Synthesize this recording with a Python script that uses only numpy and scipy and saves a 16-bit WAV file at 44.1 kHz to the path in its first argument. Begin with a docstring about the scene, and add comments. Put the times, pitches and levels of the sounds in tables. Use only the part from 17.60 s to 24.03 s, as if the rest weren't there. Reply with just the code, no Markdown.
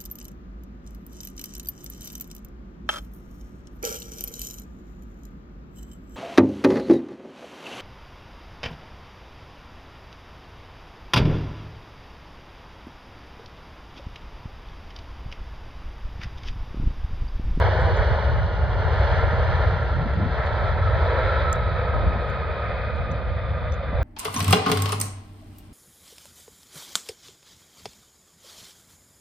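"""A big jet taxis past beyond a grass field and a fence, heard from a hand-held microphone.
From the start its swirling exhaust rumbles and roars, swelling in the moving air; its fan blades whine.
A few dry ticks sound close by, then the hand knocks softly on the microphone and wind puffs brush it.
The sharpest tick comes near 4 s, as the tail turns to us and the whine keeps sinking in pitch.
Toward the end a thin turbine tone comes through while the aircraft draws away."""
import sys
import numpy as np
from scipy import signal
from scipy.fft import rfft, irfft, next_fast_len
from scipy.io import wavfile
from scipy.ndimage import uniform_filter1d, map_coordinates

SR = 44100
rng = np.random.default_rng(int(sys.argv[2]) if len(sys.argv) > 2 else 0)


def log_audio(samples):
    """Write samples as a 16-bit WAV file to the path given in sys.argv[1]."""
    # one column per channel
    frames = np.atleast_2d(samples).T
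    # limit to full scale, then quantise
    limited = np.clip(frames, -1, 1)
    pcm = np.round(limited * 32767).astype(np.int16)
    wavfile.write(sys.argv[1], SR, pcm)


N = 283563
TIME = np.arange(N) / SR
BIN_HZ = np.maximum(np.fft.rfftfreq(next_fast_len(N), 1 / SR), 1)

# how the microphone's two sides hear a sound:
# (frequency [Hz], likeness [0-1], lead of the left [rad], left minus right [dB])
MIC_SIDES = [(49, .86, -.05, .5), (110, .8, -.25, .2), (210, .55, -.1, 0), (350, .85, -.3, -.3),
             (520, .98, -.12, -.3), (700, .96, -.3, .3), (810, .9, -.4, -3), (970, .89, -.12, -1.3),
             (1110, .85, -.6, .4), (1270, .94, -.2, -2.6), (1530, .9, -.65, .2), (1800, .92, -.42, -.5),
             (2130, .92, -.05, .4), (2450, .65, -.3, 2.7), (2700, .25, -1.3, 1), (2820, .4, 2.5, -1),
             (3050, .76, 1.2, -4.5), (3500, .89, .45, -3.7), (4450, .84, .4, -2.7), (4900, .5, -.2, -2),
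             (5200, .68, -2, -2.8), (5800, .76, -2, -.7), (6500, .5, -1.7, 0)]
# where the jet is: (time [s], delay of the left side [ms])
LEFT_DELAY = [(0, 0.012), (6.43, -0.0051)]

# tone colours of the faint high hiss, wind, rumble and drone: (frequency [Hz], relative level [dB])
HIGH_HISS_COLOUR = [(5000, -1.5), (7000, -1.5), (8600, -14), (10000, -1.5), (10750, -1.5), (11020, 10),
                    (11300, -2.5), (12200, -3), (13500, -16.5), (14500, -5.5), (15700, -8)]
PUFF_COLOUR = [(40, -2), (90, 8.5), (150, 4.5), (230, -7.5), (320, -5.5), (500, -25.5), (900, -30.5)]
RUMBLE_COLOUR = [(10, -43), (23, -38), (32, -21), (44, -5), (58, 0), (72, 4), (100, -2.5), (125, -10),
                 (160, -24), (220, -43)]
DRONE_COLOUR = [(90, -16), (130, 3.5), (165, 2), (200, -4), (250, -10.5), (310, -18.5), (420, -35.5)]
# jet noise heard from the side and from the rear: (frequency [Hz], relative level [dB])
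ROAR_SIDE = [(240, -29.5), (290, -23), (340, -10), (400, -7), (460, -2), (620, 0.5), (720, -6), (830, -4.5),
             (970, -4.5), (1070, -8.5), (1160, -13), (1400, -26)]
ROAR_REAR = [(240, -25), (290, -17), (340, -12.5), (410, -5.5), (510, 6.5), (620, 3), (720, -0.5),
             (830, -10), (970, -6), (1070, -10), (1160, -13.5), (1400, -27)]
RUSH_SIDE = [(1050, -29.5), (1250, 7), (1450, 4.5), (1750, 6), (1950, 1.5), (2250, -4), (2480, -12),
             (2750, -24), (3100, -37.5)]
RUSH_REAR = [(1100, -18), (1300, 5), (1420, 3), (1550, 2), (1720, 0.5), (2050, -2), (2250, -5),
             (2480, -5.5), (2750, -21), (3100, -22)]
HISS_SIDE = [(2500, -37.5), (2720, -14.5), (2880, -7), (3350, -2.5), (3650, -7), (4250, -6), (4650, -13),
             (5000, -18), (5500, -21), (6200, -30), (7000, -35.5), (7800, -58), (9000, -61.5)]
HISS_REAR = [(2500, -23.5), (2830, -16.5), (3050, -2), (3550, 2.5), (3950, -2), (4300, -5.5), (4650, -7.5),
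             (5000, -15), (5500, -27.5), (6200, -35), (7000, -54.5), (9000, -66.5)]

# wind on the microphone: (time [s], half-length [s], level [dB])
WIND_PUFFS = [(0.192, 0.03, -32), (2.419, 0.059, -28.5), (2.61, 0.053, -24), (4.474, 0.12, -32.5),
              (5.15, 0.15, -47), (5.531, 0.092, -34), (5.998, 0.094, -45), (6.318, 0.045, -37)]
# the hand bumping the microphone: (time [s], level [dB], pitch [Hz], half-length [s])
HAND_KNOCKS = [(1.736, -22.5, 172, 0.0035), (2.138, -26.5, 148, 0.011), (2.393, -23, 118, 0.0088),
               (2.412, -23, 162, 0.0074), (2.464, -23, 229, 0.0052), (2.624, -19.5, 185, 0.0058),
               (2.663, -25.5, 227, 0.0056), (4.361, -31.5, 212, 0.0044), (4.468, -23, 157, 0.0066),
               (4.565, -30, 230, 0.0065), (5.53, -30, 198, .004), (6.33, -27, 250, .003)]
# small ticks nearby: (time [s], ring level [dB], snap level [dB], left minus right [dB],
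# tail relative to the tick [dB], pitch [ratio])
NEAR_TICKS = [(.2146, -49, -66, -2, -11, 1.04), (.256, -53, -69, -3, -12, 1.13),
              (.3694, -42, -70, -3, -14, 0.93), (.645, -67, -57, 9, -14, .9),
              (.768, -55, -60.5, 0, -10, 0.92), (2.228, -55, -79, 3, -9, 0.93),
              (2.535, -57, -78, 1, -6, .96), (2.862, -51, -80, -2, -7, .92), (3.925, -40, -54, 0, -29, .9),
              (3.9286, -17.5, -33, -2, -32, 1.01), (3.9562, -50, -46, 4, -16, .76),
              (4.679, -57, -62, 0, -22, 1.2), (4.689, -62, -59, 1, -22, .9),
              (4.7005, -49, -52, 0, -14, 0.93), (5.36, -59, -74, 0, -5, 1),
              (5.513, -44, -76, -1, -15, 0.82), (5.518, -44, -70, 2, -18, 0.95),
              (6.122, -37, -66, 2, -19, 0.8), (6.139, -44, -72, -2, -12, .89)]
# the tones a tick rings with: (pitch [Hz], relative level [dB], time to fall 60 dB [s])
TICK_TONES = [(5650, -9.5, .009), (6460, -6, .009), (7300, 2.5, 0.0068), (9200, -15.5, .006),
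              (10600, -25, .006), (12520, -19.5, .006), (14400, -15.5, .004)]

# the turbine's tone: (pitch [Hz], level [dB], width [Hz])
TURBINE_TONE = (3540, -58, 110)
# the fan's pitch, sinking as the jet moves past (Doppler shift): (time [s], pitch [Hz])
BLADE_PITCH = [(0, 1500), (.6, 1468), (1.4, 1379), (2.05, 1372), (2.7, 1332), (3.2, 1317), (3.65, 1322),
               (3.95, 1291), (4.4, 1266), (5.15, 1233), (5.8, 1221), (6.43, 1189)]
# fan tones, each sent out in a beam that sweeps over us; the other engine runs a little faster:
# (pitch [ratio], base level [dB], width [Hz], beam time [s], half-length [s], lift in the beam [dB])
FAN_TONES = [(1, -41.5, 56, 4.3, 1.07, 7), (1.034, -50, 55.6, 3.9, .2, 14), (2, -58.5, 80, 5.2, 0.37, 13),
             (2.998, -63.5, 149.4, 3.8, 0.46, 13.5)]
# brief rises and dips of the whine: (time [s], half-length [s], lift [dB])
WHINE_FLARES = [(1.62, 0.056, 5), (2.14, 0.17, 4), (3.05, 0.031, 8.5), (3.267, 0.042, 7), (3.72, 0.035, 4),
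                (3.89, 0.031, 8), (4.36, 0.06, 2), (5.06, 0.027, 3.5), (5.5, 0.069, 3), (5.65, 0.066, -3),
                (5.95, 0.12, 3)]

# slow rises and dips of the rumble: (time [s], half-length [s], lift [dB])
SLOW_SURGES = [(0, 0.056, 5), (1.45, 0.14, 2.5), (2.0, 0.096, 2.5), (2.75, 0.3, -1.5), (3.28, 0.21, 3),
               (3.9, 0.089, 2), (4.45, 0.12, 3), (4.8, 0.19, -2), (5.3, 0.22, -2), (6.41, 0.042, 7.5)]
# quick jolts and lulls in the rumble: (time [s], lift [dB])
QUICK_JOLTS = [(.24, 5.5), (.41, 3.5), (.51, 8), (.6, -4), (.69, 5.5), (.93, -4), (1.03, 3.5), (1.39, 7),
               (1.66, 3), (1.8, 4), (1.9, 0), (2.07, 4.5), (2.35, 4), (2.53, 3), (3.25, 3.5), (3.32, 3),
               (3.44, 4), (3.65, 3.5), (3.72, -0.5), (3.78, 3.5), (3.87, 0.5), (3.96, -2), (4.05, 3.5),
               (4.48, 4.5), (4.64, -1.5), (4.74, -4.5), (4.82, -1), (4.97, -6), (5.4, 3.5), (5.6, -2.5),
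               (5.72, 6), (5.93, 4.5), (6.0, -4), (6.121, 3.5), (6.23, -6.5)]
# moving air carries the jet noise in swells: (time [s], half-length [s], roar lift [dB], treble lift [dB])
AIR_SWELLS = [(0, 0.097, 4.5, 3), (0.298, 0.31, 6, 4.5), (0.97, 0.13, -0.2, -1.5), (1.49, 0.18, 6, 6),
              (1.988, 0.19, 4.5, 5), (2.558, 0.22, -1, 0), (2.793, 0.05, 2.5, 2.5), (2.977, 0.18, 5.5, 4.3),
              (3.524, 0.17, 8.5, 7), (3.806, 0.11, 5.5, 5.5), (4.125, 0.11, 0.1, 1.5), (4.39, 0.24, 5, 3),
              (4.7, 0.051, -1, 1), (5.068, 0.25, 2.5, 3), (6.42, 0.064, 6, 2.5)]
# the ground echo hollows the roar: (time [s], half-length [s], frequency [Hz], width [Hz], depth [0-1])
ECHO_DIPS = [(2.98, .22, 472, 109, 0.58), (3.68, .2, 770, 130, 0.6), (4.703, 0.23, 710, 90, 0)]
# low sounds fading with distance: (base level [dB], fade [dB/s])
RUMBLE_FADE = (-22, 0.86)
DRONE_FADE = (-38, 0.29)
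ROAR_FADE = (-32, 0.65)
# high sounds fading with distance: (base level [dB], fade [dB/s], share of the treble lift [ratio])
RUSH_FADE = (-38.5, 0.45, 1.26)
HISS_FADE = (-49, 1, 0.85)


def from_db(db):
    """Turn decibels into a number to multiply by."""
    return 10 ** (np.asarray(db) / 20)


def over_time(points):
    """Join (time, value) points into one value for every sample."""
    return np.interp(TIME, *np.transpose(points))


def over_frequency(points, outside=None):
    """Join (frequency, value) points into a curve, giving each octave equal room."""
    hz, value = np.transpose(points)
    return np.interp(np.log(BIN_HZ), np.log(hz), value, left=outside, right=outside)


def bell(s, half_s):
    """A smooth rise to 1 at time s and fall back to 0."""
    return np.exp(-.5 * ((TIME - s) / half_s) ** 2)


def lifts(rows):
    """Add up smooth rises and dips of level, in dB."""
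    return sum(lift_db * bell(s, half_s) for s, half_s, lift_db in rows)


def drift(rate):
    """A smooth random wander of size about 1, with about `rate` turns a second."""
    step, warm_up = 40, 2000
    memory = np.exp(-2 * np.pi * step * rate / SR)
    white = rng.standard_normal(N // step + warm_up + 2)
    slow = signal.lfilter([1], [1, -2 * memory, memory ** 2], white)[warm_up:]
    slow /= np.sqrt(np.mean(slow ** 2))
    return np.interp(np.arange(N) / step, np.arange(len(slow)), slow)


def stereo(sounds, colour):
    """Blend three sounds (shared, left only, right only) into a pair whose average has power 1."""
    alike, lead, lean_db = [over_frequency(np.array(MIC_SIDES)[:, [0, k]]) for k in (1, 2, 3)]
    spectra = rfft(sounds, next_fast_len(N))
    sides = from_db(np.array([lean_db, -lean_db]) / 2) * np.exp(.5j * np.array([lead, -lead]))
    pair = sides * (np.sqrt(alike) * spectra[0] + np.sqrt(1 - alike) * spectra[1:])
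    joint_gain = np.sqrt(np.sum(np.abs(sides) ** 2, axis=0) + 2 * alike * np.cos(lead))
    pair = irfft(pair / joint_gain * colour, next_fast_len(N))[:, :N]
    return pair / np.std(pair.mean(axis=0))


def noise(colour):
    """Stereo noise with the given tone colour."""
    white = rng.standard_normal((3, next_fast_len(N)))
    return stereo(white, from_db(over_frequency(colour, outside=-np.inf)))


def steady(x, seconds):
    """Even out a noise's slow changes of level, keeping its fast grain."""
    power = uniform_filter1d(x.mean(axis=0) ** 2, size=int(seconds * SR))
    return x / np.sqrt(power + 1e-9)


def delayed(x, lag_ms):
    """One channel, arriving late by a changing amount."""
    return map_coordinates(x, [(TIME - lag_ms / 1000) * SR], order=3, mode="nearest")


def faint_high_hiss():
    """A very quiet high hiss with a narrow peak near 11 kHz."""
    return from_db(-88.5) * noise(HIGH_HISS_COLOUR)


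def wind():
    """Wind brushes the microphone in short, lumpy puffs."""
    puffs = sum(from_db(db) * bell(s, half_s) for s, half_s, db in WIND_PUFFS)
    return puffs * steady(noise(PUFF_COLOUR), seconds=0.11)


def knocks():
    """Each bump of the hand is a few dull vibrations that swell and die at once."""
    phases = rng.uniform(0, 2 * np.pi, len(HAND_KNOCKS))
    return sum(from_db(db) * bell(s, half_s) * np.sin(2 * np.pi * hz * (TIME - s) + phase)
               for (s, db, hz, half_s), phase in zip(HAND_KNOCKS, phases))


def ticks(attack_s=0.00068, snap_s=.001, tail_s=.011, left_lead_rad=-2.03, snap_above_hz=6000):
    """Each tick is a dry snap and a short high ring, fading into a brief, faint tail of noise."""
    out, t = np.zeros((2, N)), TIME[:SR // 8]
    treble_only = signal.butter(4, snap_above_hz, "high", fs=SR, output="sos")
    sides = np.array([[.5], [-.5]])
    for s, ring_db, snap_db, pan_db, tail_db, pitch in NEAR_TICKS:
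        grain, crack = rng.standard_normal((2, 2, len(t)))
        ring = sum(from_db(db - 60 * t / fall_s)
                   * np.sin(2 * np.pi * pitch * hz * t + left_lead_rad * sides)
                   for hz, db, fall_s in TICK_TONES)
        ring *= 1 - np.exp(-t / attack_s)
        snap = signal.sosfilt(treble_only, crack * np.exp(-t / snap_s))
        tick = from_db(ring_db) * ring / np.abs(ring).max() + from_db(snap_db) * snap
        dying_noise = from_db(tail_db) * grain * np.exp(-t / tail_s) / np.sqrt(snap_s * SR)
        tail = signal.fftconvolve(tick, dying_noise, axes=1)[:, :len(t)]
        start = int(s * SR)
        out[:, start:start + len(t)] += (tick + tail) * from_db(pan_db * sides)
    return out


def receding(base_db, fade_db_per_s):
    """The strength of a sound that fades with distance."""
    return from_db(base_db - fade_db_per_s * TIME)


def carried(base_db, fade_db_per_s, swell_share):
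    """The strength of a high sound that fades with distance and swells with the moving air."""
    swell_db = lifts((s, half_s, treble_db) for s, half_s, _, treble_db in AIR_SWELLS)
    return receding(base_db, fade_db_per_s) * from_db(swell_share * swell_db)


def rear_share(mid_s, span_s):
    """How much we hear the engines from behind, rising from 0 to 1."""
    return .5 + .5 * np.tanh((TIME - mid_s) / span_s)


def blurred_tone(pitch_hz, width_hz):
    """Swirling air blurs a pure tone into a narrow band of noise."""
    pure = np.exp(2j * np.pi * np.cumsum(pitch_hz * np.ones(N)) / SR)
    wobbles = np.array([drift(width_hz / 2) + 1j * drift(width_hz / 2) for _ in range(3)])
    return stereo(np.real(wobbles * pure), colour=1)


def turbine_whine():
    """The turbine's thin, high tone comes through once the exhaust faces us."""
    hz, db, width_hz = TURBINE_TONE
    return from_db(db) * rear_share(mid_s=5.7, span_s=.45) * blurred_tone(hz, width_hz)


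def fan_whine():
    """Spinning blades make sinking tones; each peaks as its beam passes, and the lowest two flare."""
    pitch_hz = over_time(BLADE_PITCH)
    out = 0
    for ratio, db, width_hz, s, half_s, beam_db in FAN_TONES:
        lift_db = beam_db * bell(s, half_s)
        if round(ratio) == 1:
            lift_db += lifts(WHINE_FLARES)
        tone = steady(blurred_tone(ratio * pitch_hz, width_hz), seconds=0.09)
        out += carried(db, fade_db_per_s=0.87, swell_share=0.23) * from_db(lift_db) * tone
    return out


def rumble(jolt_half_s=0.019):
    """The exhaust's biggest swirls arrive in lumps, while smaller ones drone on steadily."""
    lift_db = lifts(SLOW_SURGES) + lifts((s, jolt_half_s, db) for s, db in QUICK_JOLTS)
    lumps = receding(*RUMBLE_FADE) * from_db(lift_db) * steady(noise(RUMBLE_COLOUR), seconds=0.081)
    return lumps + receding(*DRONE_FADE) * noise(DRONE_COLOUR)


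def ground_echo(x):
    """The echo off the ground arrives out of step for a while and weakens a narrow band of the sound."""
    for s, half_s, hz, width_hz, depth in ECHO_DIPS:
        band = signal.lfilter(*signal.iirpeak(hz, hz / width_hz, fs=SR), x)
        x = x - depth * bell(s, half_s) * band
    return x


def second_path(x, lag_ms, wander_ms, path_db):
    """A weak, late copy bounces off the ground near the microphone and adds slowly shifting ripples to the
    colour."""
    lag = lag_ms + wander_ms * drift(rate=.6)
    return x + from_db(path_db) * np.array([delayed(side, lag) for side in x])


def turning(side, rear, mid_s, span_s, flutter_db):
    """Jet noise changes colour as the tail turns to us; swirls of air on the way make it flutter."""
    share = rear_share(mid_s, span_s)
    mix = np.sqrt(1 - share) * noise(side) + np.sqrt(share) * noise(rear)
    return steady(mix, seconds=0.16) * from_db(flutter_db * drift(rate=20))


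def jet_noise():
    """Exhaust roar, fan rush and turbine hiss rise and fall on the same swells of air."""
    swell_db = lifts((s, half_s, roar_db) for s, half_s, roar_db, _ in AIR_SWELLS)
    roar = turning(ROAR_SIDE, ROAR_REAR, mid_s=4.38, span_s=1.28, flutter_db=0.81)
    roar *= receding(*ROAR_FADE) * from_db(swell_db)
    rush = carried(*RUSH_FADE) * turning(RUSH_SIDE, RUSH_REAR, mid_s=3.9, span_s=0.87, flutter_db=0.9)
    hiss = carried(*HISS_FADE) * turning(HISS_SIDE, HISS_REAR, mid_s=2.73, span_s=1.2, flutter_db=0.9)
    return ground_echo(roar) + rush + hiss


def scene():
    """The aircraft drifts a little from right to left; wind, knocks and ticks stay at the microphone."""
    jet = second_path(jet_noise(), lag_ms=6.5, wander_ms=0.54, path_db=-16.5)
    left, right = rumble() + jet + fan_whine() + turbine_whine()
    aircraft = np.array([delayed(left, over_time(LEFT_DELAY)), right])
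    return aircraft + wind() + knocks() + ticks() + faint_high_hiss()


def record(dry):
    """The very highest treble is cut off steeply."""
    cutoff_hz = 15800
    return signal.sosfilt(signal.ellip(10, .1, 80, cutoff_hz, fs=SR, output="sos"), dry)


dry = scene()
out = record(dry)
log_audio(out)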